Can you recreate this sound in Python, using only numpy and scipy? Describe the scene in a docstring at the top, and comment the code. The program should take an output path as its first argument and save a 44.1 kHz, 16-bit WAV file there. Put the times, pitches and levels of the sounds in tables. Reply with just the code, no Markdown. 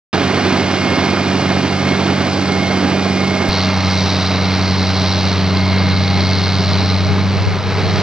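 """A six-cylinder diesel drones and hisses with each firing, driving a self-propelled potato harvester in a field.
Exhaust tones and bursts of noise follow its firings; pump and gear whines are tones at speeds tied to them.
Sieve chains roar as lumpy shaped noise and clatter as random knocks on ringing steel, amid field din and breeze.
It starts abruptly beside the elevator, then jumps with a pop to a second standpoint."""
import sys
import numpy as np
from scipy import signal
from scipy.fft import rfft, irfft, next_fast_len
from scipy.io import wavfile

SR = 44100
rng = np.random.default_rng(int(sys.argv[2]) if len(sys.argv) > 2 else 0)


def bounce(signal):
    """Save signal as a 16-bit WAV file at the path given by the first command-line argument."""
    frames = np.transpose(np.atleast_2d(signal))
    limited = np.clip(frames, -1, 1)
    pcm = np.round(limited * 32767).astype(np.int16)
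    wavfile.write(sys.argv[1], SR, pcm)


N = 353682
TIME = np.arange(N) / SR
FFT_SIZE = next_fast_len(N + 4096)
BINS_HZ = np.maximum(np.fft.rfftfreq(FFT_SIZE, 1 / SR), 1)
START_S, JUMP_S = .129, 3.4893


def from_db(db):
    """Decibels to gain."""
    return 10 ** (np.asarray(db) / 20)


def rms_one(x):
    """Scale to unit rms."""
    return x / np.sqrt(np.mean(x ** 2) + 1e-20)


def noise():
    """White noise, the raw excitation."""
    return rng.standard_normal(N)


def in_time(rows):
    """Each column of a curve over time, joined by straight lines."""
    s, *columns = np.transpose(rows)
    return [np.interp(TIME, s, c) for c in columns]


def response(points):
    """Gain per frequency bin from (Hz, dB) points, straight on a log frequency axis."""
    hz, db = np.transpose(points)
    return from_db(np.interp(np.log(BINS_HZ), np.log(hz), db))


def filtered(x, gain):
    """Apply a gain per frequency bin."""
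    return irfft(rfft(x, FFT_SIZE) * gain, FFT_SIZE)[..., :N]


def coloured(x, points, band):
    """Give white excitation a spectrum, with rms 1 inside the band (from Hz, to Hz)."""
    gain = response(points)
    inside = (BINS_HZ > band[0]) & (BINS_HZ < band[1])
    return filtered(rms_one(x), gain / np.sqrt(np.mean(gain ** 2 * inside)))


def drift(rate):
    """Slow random wander with spread 1, changing about rate times a second."""
    return rms_one(filtered(noise(), 1 / (1 + (BINS_HZ / rate) ** 2)))


def tone(turns):
    """A sinusoid of rms 1 from its phase in cycles."""
    return np.sqrt(2) * np.cos(2 * np.pi * turns)


def ring(clicks, hz, t60):
    """A unit click sets a sine of height 1 ringing, down 60 dB after t60 seconds."""
    r, w = from_db(-60 / (t60 * SR)), 2 * np.pi * hz / SR
    return signal.lfilter([0, np.sin(w)], [1, -2 * r * np.cos(w), r * r], clicks + 1e-18)


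def resonance(x, hz, width_hz):
    """A steep-sided resonance, two equal poles of width_hz, whose centre may move; rms 1."""
    spin = np.exp(2j * np.pi * np.cumsum(hz * np.ones(N)) / SR)
    r = np.exp(-np.pi * width_hz / SR)
    # shift the centre down to zero, smooth, and shift back up
    smoothed = signal.lfilter([1], [1, -2 * r, r * r], x / spin)
    return rms_one((smoothed * spin).real)


def sharpened(sound, edge_db, edge_hz):
    """A steep treble shelf whose level moves in time."""
    treble = filtered(sound, 1 - 1 / (1 + (BINS_HZ / edge_hz) ** 20))
    return sound + (from_db(edge_db) - 1) * treble


def bump(at_s, width_s):
    """A smooth swell of height 1."""
    return np.exp(-((TIME - at_s) / width_s) ** 2)


def panned(ports, pan_db):
    """Lean a stereo sound to the left by pan_db."""
    return ports * from_db(pan_db * np.array([[.5], [-.5]]))


# Even changes beside the elevator as the machine creeps up, brightness being the top of the chain roar.
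# Each named part: level or offset at the start in dB, change in dB per second.
CREEP_LEVELS = {"note": (-27.5, 0.34), "overtones": (-24, 0.95), "hiss": (-29.5, -.3), "roar": (-21, -0.11),
                "brightness": (0.6, -0.74), "pump hum": (-2.5, 1.3)}


def creeping(part):
    """Level of a part in dB while the machine creeps towards the first standpoint."""
    start_db, db_per_s = CREEP_LEVELS[part]
    return start_db + db_per_s * TIME


# Even changes at the second standpoint as the machine draws nearer; pan is left minus right.
# Each named part: level or offset before the approach in dB, gain over the approach in dB.
APPROACH_LEVELS = {"upper overtones": (0, -2.5), "rumble": (-31.5, 6.8), "pan": (-0.6, 0.94),
                   "breeze": (-39, 13.7)}
APPROACH_FROM_S, APPROACH_TO_S = 4.5, 7.24


def approaching(part):
    """Level of a part in dB while the machine draws nearer to the second standpoint."""
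    before_db, gained_db = APPROACH_LEVELS[part]
    progress = np.clip((TIME - APPROACH_FROM_S) / (APPROACH_TO_S - APPROACH_FROM_S), 0, 1)
    return before_db + gained_db * progress


# Spectrum of the din from the field around. Each row: frequency in Hz, relative density in dB per Hz.
AMBIENCE_SPECTRUM = [(120, -8), (260, 8.5), (480, 5.5), (680, -6.5), (900, 3.5), (1250, -9.5), (2200, -9),
                     (4500, -9.5), (6000, -17), (7000, -21.5), (9000, -35.5), (11000, -61)]


def ambience(level_db):
    """The din comes back from all over the field as noise that differs at each port."""
    return from_db(level_db) * coloured(rng.standard_normal((2, N)), AMBIENCE_SPECTRUM, (120, 9000))


# Spectrum of breeze on the microphone ports. Each row: frequency in Hz, relative density in dB per Hz.
BREEZE_SPECTRUM = [(15, -27), (30, -19), (55, 3.5), (100, 3), (200, -10), (600, -27.5), (3000, -62)]


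def breeze(level_db, gust_db):
    """Eddies push on one port while they pull, more weakly, on the other."""
    eddies = coloured(noise() * from_db(gust_db * drift(3)), BREEZE_SPECTRUM, (15, 600))
    return from_db(level_db) * np.array([eddies, -.85 * eddies])


def jump_pop(level_db, decay_s, tick_db):
    """A short pop marks the jump: a tick, and a step in pressure that dies away."""
    age = np.maximum(TIME - JUMP_S, 0)
    tick = from_db(tick_db) * np.exp(-age * SR)
    step = from_db(level_db) * np.exp(-age / decay_s)
    return -(step + tick) * (TIME >= JUMP_S)


# Treble roll-off of the microphone. Each row: frequency in Hz, gain in dB.
MICROPHONE_TREBLE = [(5800, 0.5), (6400, -4.5), (6900, -10.5), (8200, -13), (9200, -18.5), (11000, -30),
                     (12800, -46)]


def microphone(direct, balance, lag_us, bass_lead, scatter_db):
    """The left port hears later but leads in the bass (radians); field scatter differs between the ports."""
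    age = TIME[:SR // 10]
    echoes = rng.standard_normal(len(age)) * np.exp(-age / 0.02)
    scatter = from_db(scatter_db) * rfft(echoes / np.linalg.norm(echoes), FFT_SIZE)
    # the balance and the bass lead are shared equally between the ports
    lean = np.sqrt(response(balance)) * np.exp(.5j * bass_lead / (1 + (BINS_HZ / 120) ** 6))
    delay = np.exp(-2j * np.pi * BINS_HZ * lag_us / 1e6)
    ports = np.array([(1 + scatter) * lean * delay, (1 - scatter) / lean])
    return filtered(direct, ports * response(MICROPHONE_TREBLE))


# Rumble of the body at the second standpoint. Each row: frequency in Hz, relative density in dB per Hz.
RUMBLE_SPECTRUM = [(60, -27.5), (110, -9), (140, -1), (172, 3), (215, -10), (300, -19.5), (800, -43)]


def body_rumble():
    """The body rumbles as low shaped noise that grows as the machine draws nearer."""
    return from_db(approaching("rumble")) * coloured(noise(), RUMBLE_SPECTRUM, (60, 800))


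def panel(hz, width_hz):
    """One panel resonance kept ringing by the shaking frame; rms 1."""
    return rms_one(ring(noise(), hz, np.log(1000) / (np.pi * width_hz)))


# Resonances of sheet panels at the second standpoint.
# Each row: frequency in Hz, width in Hz, relative level in dB.
SHEET_PANELS = [(398, 18, -13.5), (455, 45, -14), (622, 18, -9), (716, 45, -12.5), (876, 33, -18),
                (1010, 60, -16), (1310, 110, -15.5)]
# Swell of the large panels, the ones tuned low. Each row: time in seconds, added level in dB.
LARGE_PANEL_SWELL = [(3.6, -3), (4.2, -3), (4.65, 1), (5.2, -4.5), (5.7, -3), (6.4, .5), (7.2, 3.5),
                     (7.8, 7.5)]
LARGE_PANEL_HZ = 500  # panels tuned below this are large


def sheet_panels():
    """The sheet panels ring; the large ones come and go, and end in a swell."""
    swell_db = in_time(LARGE_PANEL_SWELL)[0]
    return sum(from_db(db + swell_db * (hz < LARGE_PANEL_HZ)) * panel(hz, width)
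               for hz, width, db in SHEET_PANELS)


# Resonances of the elevator's panels, which come and go as the machine creeps up.
# Each row: frequency in Hz, pole width in Hz, relative level at the start in dB, change in dB per second.
ELEVATOR_MODES = [(255, 30, -12.5, 0), (335, 50, -13, -.8), (380, 45, -7.5, -6), (560, 22, -14, -4),
                  (690, 80, -13, -2.5)]


def elevator_panels():
    """The elevator's panels ring, most of them fading as the machine moves."""
    return sum(from_db(db + db_per_s * TIME) * resonance(noise(), hz, width)
               for hz, width, db, db_per_s in ELEVATOR_MODES)


# Ringing modes of steel rods and guards. Each row: frequency in Hz, relative level in dB, t60 in seconds.
STEEL_MODES = [(324, -6.5, 0.049), (632, 4, 0.046), (715, -3, 0.022), (990, -0.5, 0.029),
               (1233, 0.5, 0.052), (1485, -10.5, 0.014), (1840, -22, 0.01), (2280, -2, 0.013),
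               (3380, -3.5, 0.015), (4500, -10, 0.016)]


def clatter(per_s, spread_db):
    """Chain rods knock on rollers at random; every knock excites the steel modes differently."""
    at = np.flatnonzero(rng.random(N) < per_s / SR)
    force = from_db(spread_db * np.clip(noise()[at], -2, 2))
    out = np.zeros(N)
    for hz, db, t60 in STEEL_MODES:
        clicks = np.zeros(N)
        clicks[at] = force * noise()[at]
        out += from_db(db) * ring(clicks, hz, t60)
    return rms_one(out)


def chain_roar(spectrum, lumpy_db, grain_db):
    """Countless contacts of chain and soil merge into a roar that comes in lumps."""
    contacts = noise() * from_db(lumpy_db * drift(28) + grain_db * drift(220))
    return coloured(contacts, spectrum, (450, 1900))


# Surges of the roar with the soil on the chains. Each row: time in seconds, added level in dB.
SOIL_SURGE = [(.4, 0), (.55, 1.3), (.72, -1.2), (.98, 1.3), (1.17, -.8), (1.58, .5), (1.72, -1.3),
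              (1.95, .3), (2.3, .2), (2.42, -1.2), (2.85, .7), (3.2, -.6)]
SHAKES_PER_FIRING = .295


def surging(firings, shake_db, throb_db):
    """Roar gain: slow surges, the regular sieve shake, and a throb four times per crankshaft turn."""
    shake = shake_db * tone(SHAKES_PER_FIRING * firings)
    throb = throb_db * tone(firings * 4 / 3)
    return from_db(in_time(SOIL_SURGE)[0] + shake + throb)


# Roar of chains, soil and panels from beside. Each row: frequency in Hz, relative density in dB per Hz.
ROAR_SPECTRUM_BESIDE = [(25, -34), (60, -8.5), (100, -1.5), (160, 5), (210, 3), (250, 9.5), (320, 5.6),
                        (385, 5), (480, -.5), (620, .5), (720, 1.5), (880, -2.5), (1100, -2), (1500, -3),
                        (2000, -6.5), (3300, -9.5), (6000, -24)]


def roar_beside(firings):
    """Close chains roar, clatter and surge, with the elevator's panels ringing along."""
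    chains = from_db(-2.1) * chain_roar(ROAR_SPECTRUM_BESIDE, lumpy_db=1.1, grain_db=0.07)
    chains = chains + from_db(-12.0) * clatter(per_s=80, spread_db=0.0) + elevator_panels()
    gain = from_db(creeping("roar")) * surging(firings, shake_db=.35, throb_db=.3)
    return gain * sharpened(chains, creeping("brightness"), edge_hz=750)


# The roar at the second standpoint. Each row: frequency in Hz, relative density in dB per Hz.
ROAR_SPECTRUM_SECOND = [(25, -31), (60, -8.5), (110, -1.5), (170, 2.5), (220, 1.5), (340, -1.5),
                        (400, -0.5), (560, -3), (760, -2.5), (950, -2), (1250, -3.5), (1700, -6),
                        (2400, -6.5), (6000, -22.5)]
# Its loudness there. Each row: time in seconds, level in dB.
ROAR_LEVEL_SECOND = [(3.5, -23), (5.2, -24.5), (7.3, -25.5), (7.9, -23.6)]


def roar_second():
    """At the second standpoint the chains roar and clatter, with sheet panels ringing along."""
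    chains = from_db(-2.5) * chain_roar(ROAR_SPECTRUM_SECOND, lumpy_db=0.86, grain_db=1.0)
    chains = chains + from_db(-12.0) * clatter(per_s=80, spread_db=1.0)
    return from_db(in_time(ROAR_LEVEL_SECOND)[0]) * (chains + from_db(-1.5) * sheet_panels())


# Belt-driven rotors and fans.
# Each row: multiple of the firing rate, level beside in dB, level at the second standpoint in dB.
ROTOR_HUMS = [(.886, -35, -39), (5.87, -41.5, -59)]


def rotors(firings, column):
    """Hum of the driven shafts; the slowest lies just under the firing note and beats against it."""
    return sum(from_db(row[column]) * tone(row[0] * firings) for row in ROTOR_HUMS)


# Harmonics of the hydraulic pump.
# Each row: multiple of the piston rate, base level beside in dB, base level at the second standpoint in dB.
PUMP_HARMONICS = [(1, -36.5, -37), (2, -37.5, -38.3), (3, -49, -43.5), (4, -43, -47), (6, -40.7, -57),
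                  (7, -43, -46), (8, -49, -49.5)]
# Swell of its whistle, the upper harmonics. Each row: time in seconds, added level in dB.
WHISTLE_SWELL = [(.2, 2.5), (1.4, 3.5), (1.9, -.5), (2.3, 1), (2.65, -5), (2.9, 1.5), (3.45, -2.5),
                 (3.55, 4), (3.9, 6.5), (4.05, -2), (4.5, -2), (4.7, 2), (6.3, 2), (7.2, -4)]
PUMP_PER_FIRING, WHISTLE_FROM = 4.25, 6  # piston strokes per firing; first whistling harmonic


def pump(firings, column, hum_db):
    """Piston ripple wavers with the oil pressure; low harmonics hum, high ones whistle and swell together."""
    strokes = PUMP_PER_FIRING * firings + 0.02 * drift(9)
    whistle_db = in_time(WHISTLE_SWELL)[0]
    out = np.zeros(N)
    for row in PUMP_HARMONICS:
        swell_db = whistle_db if row[0] >= WHISTLE_FROM else hum_db
        out += from_db(row[column] + swell_db + 2.4 * drift(5.6)) * tone(row[0] * strokes)
    return out


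# Gear whine, swelling and easing with the load on the drive. Each row: time in seconds, level in dB.
WHINE_LEVEL = [(.2, -42), (.36, -30), (.48, -37), (.62, -29.5), (.72, -34.5), (.86, -26.8), (1.02, -30),
               (1.35, -39), (1.52, -33), (1.67, -38), (1.79, -30), (1.845, -34.5), (1.91, -25.7),
               (2.02, -38), (2.2, -33), (2.39, -39), (2.53, -29.5), (2.75, -28.7), (2.85, -36.5),
               (3.08, -37.5), (3.2, -28.5), (3.4, -29.7), (3.55, -35.5), (3.95, -32), (4.08, -39.5),
               (4.8, -38), (5.0, -42), (5.5, -39.5), (5.63, -31), (6.3, -34), (6.8, -40), (7.1, -38),
               (7.4, -46)]
# Sidebands that uneven teeth put round the whine.
# Each row: shaft orders from the mesh, base level beside in dB, base level at the second standpoint in dB.
MESH_SIDEBANDS = [(-4, -44.5, -58), (-2, -47, -45), (-1, -42, -52), (1, -52, -48), (2, -43.5, -50)]
TEETH_PER_TURN, CASING_HZ, CASING_WIDTH_HZ = 68, 2163, 230
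SIDEBANDS_FOLLOW, WHINE_USUAL_DB = .4, -33  # share of the whine's swing about its usual level they take


def gears(firings, column, casing_db, flutter_db, throb_db):
    """Tooth mesh flutters and throbs with the firings, flanked by sidebands, over the ring of its casing."""
    turns = firings / 3  # six cylinders fire three times per turn
    mesh = TEETH_PER_TURN * turns + .02 * drift(25)
    whine_db = in_time(WHINE_LEVEL)[0]
    whine = from_db(whine_db + flutter_db * drift(14) + throb_db * tone(firings)) * tone(mesh)
    sidebands = sum(from_db(row[column] + 2 * drift(6)) * tone(mesh + row[0] * turns + .15 * drift(3))
                    for row in MESH_SIDEBANDS)
    follow = from_db(SIDEBANDS_FOLLOW * (whine_db - WHINE_USUAL_DB))
    casing = from_db(casing_db) * resonance(noise(), CASING_HZ, CASING_WIDTH_HZ)
    return whine + follow * sidebands + casing


BURST_LAG = .11  # firing cycles after the crest of the firing note


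def firing_hiss(firings, spectrum, depth_db, uneven_db, rough_db, shaft_db):
    """Hiss bursts a little after the crest of the firing note, in a pattern tied to the crankshaft."""
    late = firings - BURST_LAG
    burst_db = depth_db * (tone(late) + 0.3 * tone(2 * (late - .06)))
    alternation_db = uneven_db * tone(firings / 2)
    shaft_pattern_db = shaft_db * (tone(firings * 4 / 3) + .5 * tone(firings * 2 / 3))
    gas = noise() * from_db(burst_db + alternation_db + shaft_pattern_db + rough_db * drift(64))
    return coloured(gas, spectrum, (3600, 6500))


# Firing hiss at the second standpoint. Each row: frequency in Hz, relative density in dB per Hz.
HISS_SPECTRUM_SECOND = [(800, -27), (2500, -14.5), (3550, -6), (3880, -.3), (4550, -0.5), (5050, -5),
                        (5650, -8.5), (7000, -18), (9000, -21), (12000, -29)]
# Its loudness. Each row: time in seconds, level in dB.
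HISS_LEVEL_SECOND = [(3.63, -25), (3.72, -29.6), (4.0, -25.6), (4.25, -24.5), (4.38, -27.8), (4.65, -26.4),
                     (4.8, -26.4), (5.17, -24.8), (5.45, -29), (5.8, -27.7), (6.35, -26), (6.6, -26.7),
                     (6.82, -26), (7.25, -33), (7.8, -32), (8.0, -28.5)]
# How deeply it pulses with the firings. Each row: time in seconds, depth in dB.
HISS_PULSE_DEPTH = [(3.65, 2.7), (4.1, 2.0), (4.7, 2.2), (5.1, 2.6), (5.6, 2.6), (5.85, 2.1), (6.3, 2.7)]
# The top of the hiss. Each row: time in seconds, shelf gain in dB.
HISS_TOP = [(3.55, 0.5), (3.95, 4.5), (4.25, 1), (4.6, 1), (5.3, .8), (5.85, -4), (6.3, .7), (6.75, -.5),
            (7.9, 1.8)]
# A resonance wandering in its middle. Each row: time in seconds, centre frequency in Hz.
HISS_RING_PATH = [(3.6, 4280), (3.95, 4050), (4.2, 3920), (4.65, 4170), (5.2, 4030), (5.5, 4200),
                  (6.0, 4100), (6.4, 4230), (6.9, 4130)]
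HISS_RING_WIDTH_HZ, HISS_RING_DB = 600, -12.5  # pole width; level against the hiss


def hiss_second(firings):
    """Pulsing gas noise with a moving top and a wandering resonance."""
    bursts = firing_hiss(firings, HISS_SPECTRUM_SECOND, depth_db=in_time(HISS_PULSE_DEPTH)[0],
                         uneven_db=.45, rough_db=.7, shaft_db=.4)
    ringing = from_db(HISS_RING_DB) * resonance(bursts, in_time(HISS_RING_PATH)[0], HISS_RING_WIDTH_HZ)
    shaped = sharpened(bursts, in_time(HISS_TOP)[0], edge_hz=5000)
    return from_db(in_time(HISS_LEVEL_SECOND)[0]) * (shaped + ringing)


# Short bark of each firing. Each row: frequency in Hz, relative density in dB per Hz.
BARK_SPECTRUM = [(250, -20), (550, 0), (1200, -1), (2000, -12), (4000, -30)]


def bark(firings, sharpness):
    """A brief puff of noise in the middle range at every firing."""
    gate = np.exp(sharpness * (np.cos(2 * np.pi * (firings - BURST_LAG)) - 1))
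    return coloured(noise() * gate, BARK_SPECTRUM, (450, 1900))


# How unevenly the cylinders fire.
# Each row: time in seconds, dB added to the lines between the firing harmonics.
UNEVEN_FIRING = [(1.0, -2.5), (1.5, 2), (2.2, 1), (2.8, -5), (3.5, -5), (4.5, 1.5)]


def exhaust(firings, note_db, overtones_db, orders, waver_db, lag):
    """Pressure pulses, lopsided when overtones lag (cycles); uneven cylinders add lines between the orders."""
    uneven_db = in_time(UNEVEN_FIRING)[0]
    overtones = np.zeros(N)
    for k, db in orders:
        added_db = uneven_db * (k % 1 > 0) + approaching("upper overtones") * (k >= 3)
        overtones += from_db(db + added_db + waver_db * drift(2.2)) * tone(k * firings - lag)
    return from_db(note_db) * tone(firings) + from_db(overtones_db) * overtones


# Exhaust overtones at the second standpoint.
# Each row: multiple of the firing rate, dB against the overtone level.
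EXHAUST_ORDERS_SECOND = [(3 / 2, -17.5), (2, -.3), (8 / 3, -21.5), (3, -9), (3.6, -23.5), (5, -21.5)]
# The drone there. Each row: time in seconds, firing note level in dB, overtone level in dB.
DRONE_LEVELS = [(3.5, -22.3, -23), (3.88, -19, -21.5), (4.2, -21, -22.5), (4.7, -19, -20.8),
                (5.25, -19.4, -22), (5.5, -17.5, -20), (5.95, -16.5, -20.3), (6.45, -18, -22.5),
                (7.0, -16.6, -21.7), (7.31, -17.3, -21.5), (7.42, -18.5, -28), (7.65, -19.3, -28.5),
                (7.9, -19, -26)]
# The drone turns rough as it weakens. Each row: time in seconds, flutter in dB.
DRONE_FLUTTER = [(7.25, .2), (7.55, 1.1)]


def exhaust_second(firings):
    """The exhaust at the second standpoint: a deep, fluttering drone with a bark at each firing."""
    note_db, overtones_db = in_time(DRONE_LEVELS)
    drone = exhaust(firings, note_db, overtones_db, EXHAUST_ORDERS_SECOND, waver_db=0.5, lag=1 / 4)
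    flutter = from_db(in_time(DRONE_FLUTTER)[0] * drift(25))
    return drone * flutter + from_db(overtones_db - 19) * bark(firings, sharpness=4)


# Exhaust overtones from beside.
# Each row: multiple of the firing rate, dB against the overtone level.
EXHAUST_ORDERS_BESIDE = [(3 / 2, -6.8), (2, -0.44), (3, -10.5), (4, -21.5), (7, -22)]
# Firing hiss from beside. Each row: frequency in Hz, relative density in dB per Hz.
HISS_SPECTRUM_BESIDE = [(800, -31), (2500, -10), (3700, -2), (4250, 2), (5000, 0), (5800, -5), (7000, -4.5),
                        (9000, -4), (12000, -38)]
# Stereo balance beside, before panning. Each row: frequency in Hz, left minus right in dB.
STEREO_BESIDE = [(60, -0.5), (100, 1.5), (170, -1), (280, -2), (480, -5.2), (800, -4), (1350, -2),
                 (2270, -1), (3810, 1), (6400, 4.5)]


def beside(firings):
    """Next to the elevator the chains are loud and surge, and a rotor hum beats against the firing note."""
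    engine = exhaust(firings, creeping("note"), creeping("overtones"), EXHAUST_ORDERS_BESIDE,
                     waver_db=0.7, lag=0)
    hiss = from_db(creeping("hiss")) * firing_hiss(firings, HISS_SPECTRUM_BESIDE, depth_db=0.9,
                                                   uneven_db=0, rough_db=1.0, shaft_db=.3)
    drives = rotors(firings, column=1) + pump(firings, column=1, hum_db=creeping("pump hum"))
    whine = gears(firings, column=1, casing_db=-41, flutter_db=.7, throb_db=0.3)
    machine = engine + hiss + roar_beside(firings) + drives + whine
    heard = microphone(machine, STEREO_BESIDE, lag_us=43.8, bass_lead=0.51, scatter_db=-25.5)
    return panned(heard, pan_db=-1.75) + ambience(level_db=-36.5) + breeze(level_db=-42.0, gust_db=3.0)


# Stereo balance at the second standpoint, before panning.
# Each row: frequency in Hz, left minus right in dB.
STEREO_SECOND = [(60, 0), (100, 0.5), (170, -1), (280, -1.5), (480, -1.8), (800, -2), (1350, -0.6),
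                 (2270, -1), (3810, 0), (6400, -1)]
# a buffet of wind hits the ports, and the whole sound dips briefly just after it
BUFFET_S, BUFFET_WIDTH_S, BUFFET_DB = 7.48, 0.028, 10
DIP_S, DIP_WIDTH_S, DIP_DB = 7.61, .1, -2.5


def second_standpoint(firings):
    """Deep drone and pulsing hiss; as the machine draws nearer, the drone dulls and the body rumbles."""
    drives = rotors(firings, column=2) + pump(firings, column=2, hum_db=0)
    whine = gears(firings, column=2, casing_db=-39.5, flutter_db=.8, throb_db=1.0)
    machine = exhaust_second(firings) + hiss_second(firings) + roar_second() + body_rumble() + drives + whine
    heard = microphone(machine, STEREO_SECOND, lag_us=27.2, bass_lead=0.62, scatter_db=-24)
    buffet = from_db(BUFFET_DB * bump(BUFFET_S, BUFFET_WIDTH_S))
    wind = breeze(approaching("breeze"), gust_db=2.5) * buffet
    dip = from_db(DIP_DB * bump(DIP_S, DIP_WIDTH_S))
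    return (panned(heard, approaching("pan")) + ambience(level_db=-45) + wind) * dip


# Engine speed: it hunts a little, sags under load, then picks up.
# Each row: time in seconds, firings per second.
ENGINE_SPEED = [(.5, 95.4), (.9, 95.05), (1.15, 95.3), (1.42, 94.75), (1.95, 95.35), (2.7, 95.0),
                (2.95, 95.35), (3.45, 95.15), (3.52, 94.45), (3.9, 94.5), (4.17, 93.55), (4.45, 94.0),
                (4.7, 93.85), (5.35, 94.1), (6.6, 95.15), (6.93, 95.06), (7.38, 96.85), (7.8, 96.6)]


def scene():
    """Silence, then one standpoint after the other with no fade between, all on one running engine."""
    firings = np.cumsum(in_time(ENGINE_SPEED)[0]) / SR
    onset = np.clip((TIME - START_S) / .001, 0, 1)
    standpoints = np.where(TIME < JUMP_S, beside(firings), second_standpoint(firings))
    return standpoints * onset + jump_pop(level_db=-14, decay_s=.006, tick_db=-1)


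def record(dry):
    """The top is cut steeply, 70 dB down from 16 kHz."""
    return signal.sosfilt(signal.cheby2(12, 70, 16000, fs=SR, output="sos"), dry)


dry = scene()
out = record(dry)
bounce(out)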